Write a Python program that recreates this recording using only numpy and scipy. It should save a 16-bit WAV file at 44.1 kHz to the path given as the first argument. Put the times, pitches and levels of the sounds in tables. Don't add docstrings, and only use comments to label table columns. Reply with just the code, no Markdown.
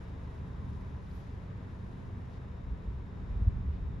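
import sys
import numpy as np
from scipy.fft import rfft, irfft, next_fast_len
from scipy.io import wavfile
from scipy.ndimage import map_coordinates

SR = 44100
rng = np.random.default_rng(int(sys.argv[2]) if len(sys.argv) > 2 else 0)


def int16_out(signal):
    q = np.round(np.clip(np.atleast_2d(signal).T, -1, 1) * 32767)
    wavfile.write(sys.argv[1], SR, q.astype(np.int16))


N = 176400

# frequency in Hz, relative spectral density in dB.
RUMBLE_SPECTRUM = [(25, -31), (36, -18.5), (49, -1), (60, -3), (88, -2), (108, -4), (130, -4.5), (165, -11),
                   (215, -12.5), (260, -14.5), (350, -26.5), (460, -46), (770, -120)]
AIR_SPECTRUM = [(200, -6.5), (300, -3), (440, 0.5), (530, -5), (640, -5), (770, -8.5), (960, -10),
                (1130, -10), (1420, -13.5), (1780, -12), (2100, -17.5), (3100, -25.5), (3700, -25.5),
                (4500, -33.5), (5400, -32), (5900, -38.5), (7500, -35), (9500, -48.5), (12000, -53),
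                (15500, -51.5)]
# time in seconds, level in dB (air: before air_gain_db).
RUMBLE_ENVELOPE = [(0, -49.5), (.3, -44), (.8, -42), (1.3, -44.5), (1.7, -45), (2.05, -42), (2.55, -47.5),
                   (3, -44.5), (4, -44.5)]
AIR_ENVELOPE = [(0, -56.5), (.8, -58), (1.5, -57.5), (2.1, -58), (2.55, -58.5), (3.05, -58.5),
                (3.35, -57.5), (3.65, -58.5), (4, -58)]
TYRE_ENVELOPE = [(0, -65), (.7, -61), (1.3, -65.5), (2.05, -64.5), (2.5, -67), (3.2, -64), (4, -66.5)]


def traffic(air_gain_db=2.5, tyre_hz=1000):
    rumble_db = curve(RUMBLE_ENVELOPE) + 0.58 * wobble(rate_hz=2.8)
    rumble = amp(rumble_db) * stereo_noise(colour(RUMBLE_SPECTRUM))
    air_db = air_gain_db + curve(AIR_ENVELOPE) + 0.44 * wobble(rate_hz=7)
    air = amp(air_db) * wall_echoes(stereo_noise(colour(AIR_SPECTRUM)))
    tyres = amp(curve(TYRE_ENVELOPE)) * wall_echoes(stereo_noise(band(tyre_hz, sigma_oct=0.2)))
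    return rumble + air + tyres


# time in seconds, level in dB.
BUFFET_ENVELOPE = [(0, -64), (2.55, -58.5), (2.69, -37), (2.8, -43), (2.9, -41), (3.1, -49), (3.22, -36),
                   (3.31, -43), (3.42, -30), (3.52, -31), (3.62, -34), (3.71, -35.5), (3.8, -36.5),
                   (4, -38)]
# frequency in Hz, relative spectral density in dB.
BUFFET_SPECTRUM = [(20, -19), (29, -7), (40, -4), (56, 3.5), (80, -8.5), (120, -11.5), (180, -19),
                   (300, -37), (600, -63.5), (1200, -120)]


def buffeting(lumps_db=1, flap_max_db=-46.5, flap_db_per_db=2.6, flap_hz=174.5):
    level_db = curve(BUFFET_ENVELOPE)
    lumps = amp(level_db + lumps_db * wobble(rate_hz=28)) * stereo_noise(colour(BUFFET_SPECTRUM))
    flap_db = flap_max_db + flap_db_per_db * (level_db - level_db.max())
    return lumps + amp(flap_db) * stereo_noise(band(flap_hz, sigma_oct=0.32))


# centre in seconds, pitch in Hz, peak in dB, 1/e half-width in seconds.
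THUMP_PULSES = [(3.366, 67.6, -32, 0.0072), (3.426, 80, -27, 0.011), (3.481, 83, -17.5, 0.011),
                (3.701, 71, -28, 0.029)]


def thumps():
    out = np.zeros(N)
    for centre_s, hz, peak_db, half_width_s in THUMP_PULSES:
        t = time_s() - centre_s
        out += amp(peak_db) * np.exp(-(t / half_width_s) ** 2) * np.cos(2 * np.pi * hz * t)
    return out


# frequency in Hz, rms level in dB, phase jitter in radians.
HUM_TONES = [(26, -56.5, .3), (49.55, -54.5, 0.28), (73.34, -48.5, .3), (97.4, -53.5, .6),
             (126.95, -55, 0.29), (180.8, -54, 0.17), (213.7, -65, 0.58), (264.3, -68.5, 0.61),
             (400.2, -69.5, .8)]


def machine_hum():
    return tones(HUM_TONES, spread_rad=0.26)


# time in seconds, level in dB.
RUSTLE_ENVELOPE = [(0, -75), (.17, -80.5), (.35, -74.5), (.55, -79.5), (.74, -74), (.95, -77.5),
                   (1.35, -77.5), (1.52, -81.5), (1.75, -78), (2.0, -77), (2.15, -80), (2.3, -77.5),
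                   (2.48, -81.5), (4, -89)]
# frequency in Hz, relative spectral density in dB.
RUSTLE_SPECTRUM = [(1200, -11), (2500, 7), (5000, 4), (7500, 0), (9500, -0.5), (12000, -13), (15500, -10)]
# centre in seconds, length in seconds, level in dB, band centre in Hz.
BRUSH_STROKES = [(1.162, .11, -79, 9500), (1.192, 0.24, -74, 3680), (2.353, 0.043, -70, 3300),
                 (3.32, 0.074, -72, 1900), (3.56, 0.073, -64.5, 1050), (3.744, 0.065, -71.5, 2600)]


def rustles(grain_db=1.5):
    hiss_db = curve(RUSTLE_ENVELOPE) + grain_db * wobble(rate_hz=70)
    out = amp(hiss_db) * stereo_noise(colour(RUSTLE_SPECTRUM))
    for centre_s, length_s, level_db, hz in BRUSH_STROKES:
        gain = amp(level_db + grain_db * wobble(rate_hz=90))
        envelope = np.exp(-2 * ((time_s() - centre_s) / length_s) ** 2)
        out += gain * envelope * stereo_noise(band(hz, sigma_oct=0.65))
    return out


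WHINE_PITCHES_HZ = [3688.5, 3849, 3875, 7510]
# rms level in dB, phase jitter in radians, for the matching pitch.
WHINE_TONES = [(-85.5, 0.98), (-90.5, 0.34), (-94, 0.32), (-103, 0.45)]


def electrical_whine():
    return tones(np.column_stack([WHINE_PITCHES_HZ, WHINE_TONES]), spread_rad=0.79)


def tones(rows, spread_rad, waver_hz=5, waver_db=1):
    out = np.zeros((2, N))
    for hz, rms_db, jitter_rad in rows:
        phase = 2 * np.pi * (hz * time_s() + rng.random()) + jitter_rad * wobble(waver_hz)
        ear_phase = spread_rad * wobble(rate_hz=0.89) * np.array([[.5], [-.5]])
        peak = np.sqrt(2) * amp(rms_db + waver_db * wobble(waver_hz))
        out += peak * np.sin(phase + ear_phase)
    return out


def wall_echoes(x, echo_db=-21, cutoff_hz=2500, count=8):
    delays_s = rng.uniform(0.001967, 0.02, (count, 2, 1))

    def response(hz):
        echoes = sum(np.exp(-2j * np.pi * hz * delay_s) for delay_s in delays_s)
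        return 1 + amp(echo_db) * echoes / (1 + (hz / cutoff_hz) ** 2)
    return unit_rms(filtered(x, response))


# frequency in Hz, left-right correlation before clipping.
BASS_CORRELATION = [(50, .9), (130, .91)]
UPPER_CORRELATION = [(290, 0.75), (420, 0.44), (650, -0.22), (800, 0.38), (1030, 0.083), (1130, -0.18),
                     (1280, 0.32), (1800, -0.18), (2500, 0.46), (6400, .45), (7800, -1), (8900, -0.96),
                     (10500, .97), (12500, 0.93), (14000, -1.1)]
# frequency in Hz, left minus right in dB.
BALANCE = [(100, 0), (400, 0.5), (800, -0.1), (1500, 2.5), (5200, 2.5), (6200, -0.5)]


def stereo_noise(gain):
    def mid_side_gain(hz):
        correlation = log_interp(np.vstack([BASS_CORRELATION, UPPER_CORRELATION]), hz)
        angle = np.arccos(np.clip(correlation, -.98, .98)) / 2
        return gain(hz) * np.array([np.cos(angle), np.sin(angle)])
    mid, side = filtered(rng.standard_normal((2, N)), mid_side_gain)
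    ears = np.array([mid + side, mid - side])
    return unit_rms(filtered(ears, lambda hz: amp(log_interp(BALANCE, hz) * np.array([[.5], [-.5]]))))


def colour(points):
    return lambda hz: amp(log_interp(points, hz)) * np.minimum(hz / points[0][0], 1) ** 3


def band(centre_hz, sigma_oct):
    return lambda hz: np.exp(-.5 * (np.log2((hz + 1) / centre_hz) / sigma_oct) ** 2)


def filtered(x, response):
    size = next_fast_len(N + SR // 4)
    return irfft(rfft(x, size) * response(np.fft.rfftfreq(size, 1 / SR)), size)[..., :N]


def wobble(rate_hz):
    return map_coordinates(rng.standard_normal(512), [time_s() * rate_hz + 2], mode="wrap")


def curve(points):
    return np.interp(time_s(), *np.transpose(points))


def log_interp(points, hz):
    knots_hz, values = np.transpose(points)
    return np.interp(np.log(hz + 1), np.log(knots_hz + 1), values)


def time_s():
    return np.arange(N) / SR


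def amp(db):
    return 10 ** (np.asarray(db) / 20)


def unit_rms(x):
    return x / np.sqrt(np.mean(x ** 2) + 1e-20)


def scene():
    return electrical_whine() + traffic() + machine_hum() + rustles() + buffeting() + thumps()


def record(dry, fade_s=0.004, cutoff_hz=15750):
    edge_distance_s = np.minimum(time_s(), time_s()[::-1])
    fade = np.minimum(edge_distance_s / fade_s, 1)
    return filtered(dry * fade, lambda hz: hz < cutoff_hz)


dry = scene()
out = record(dry)
int16_out(out)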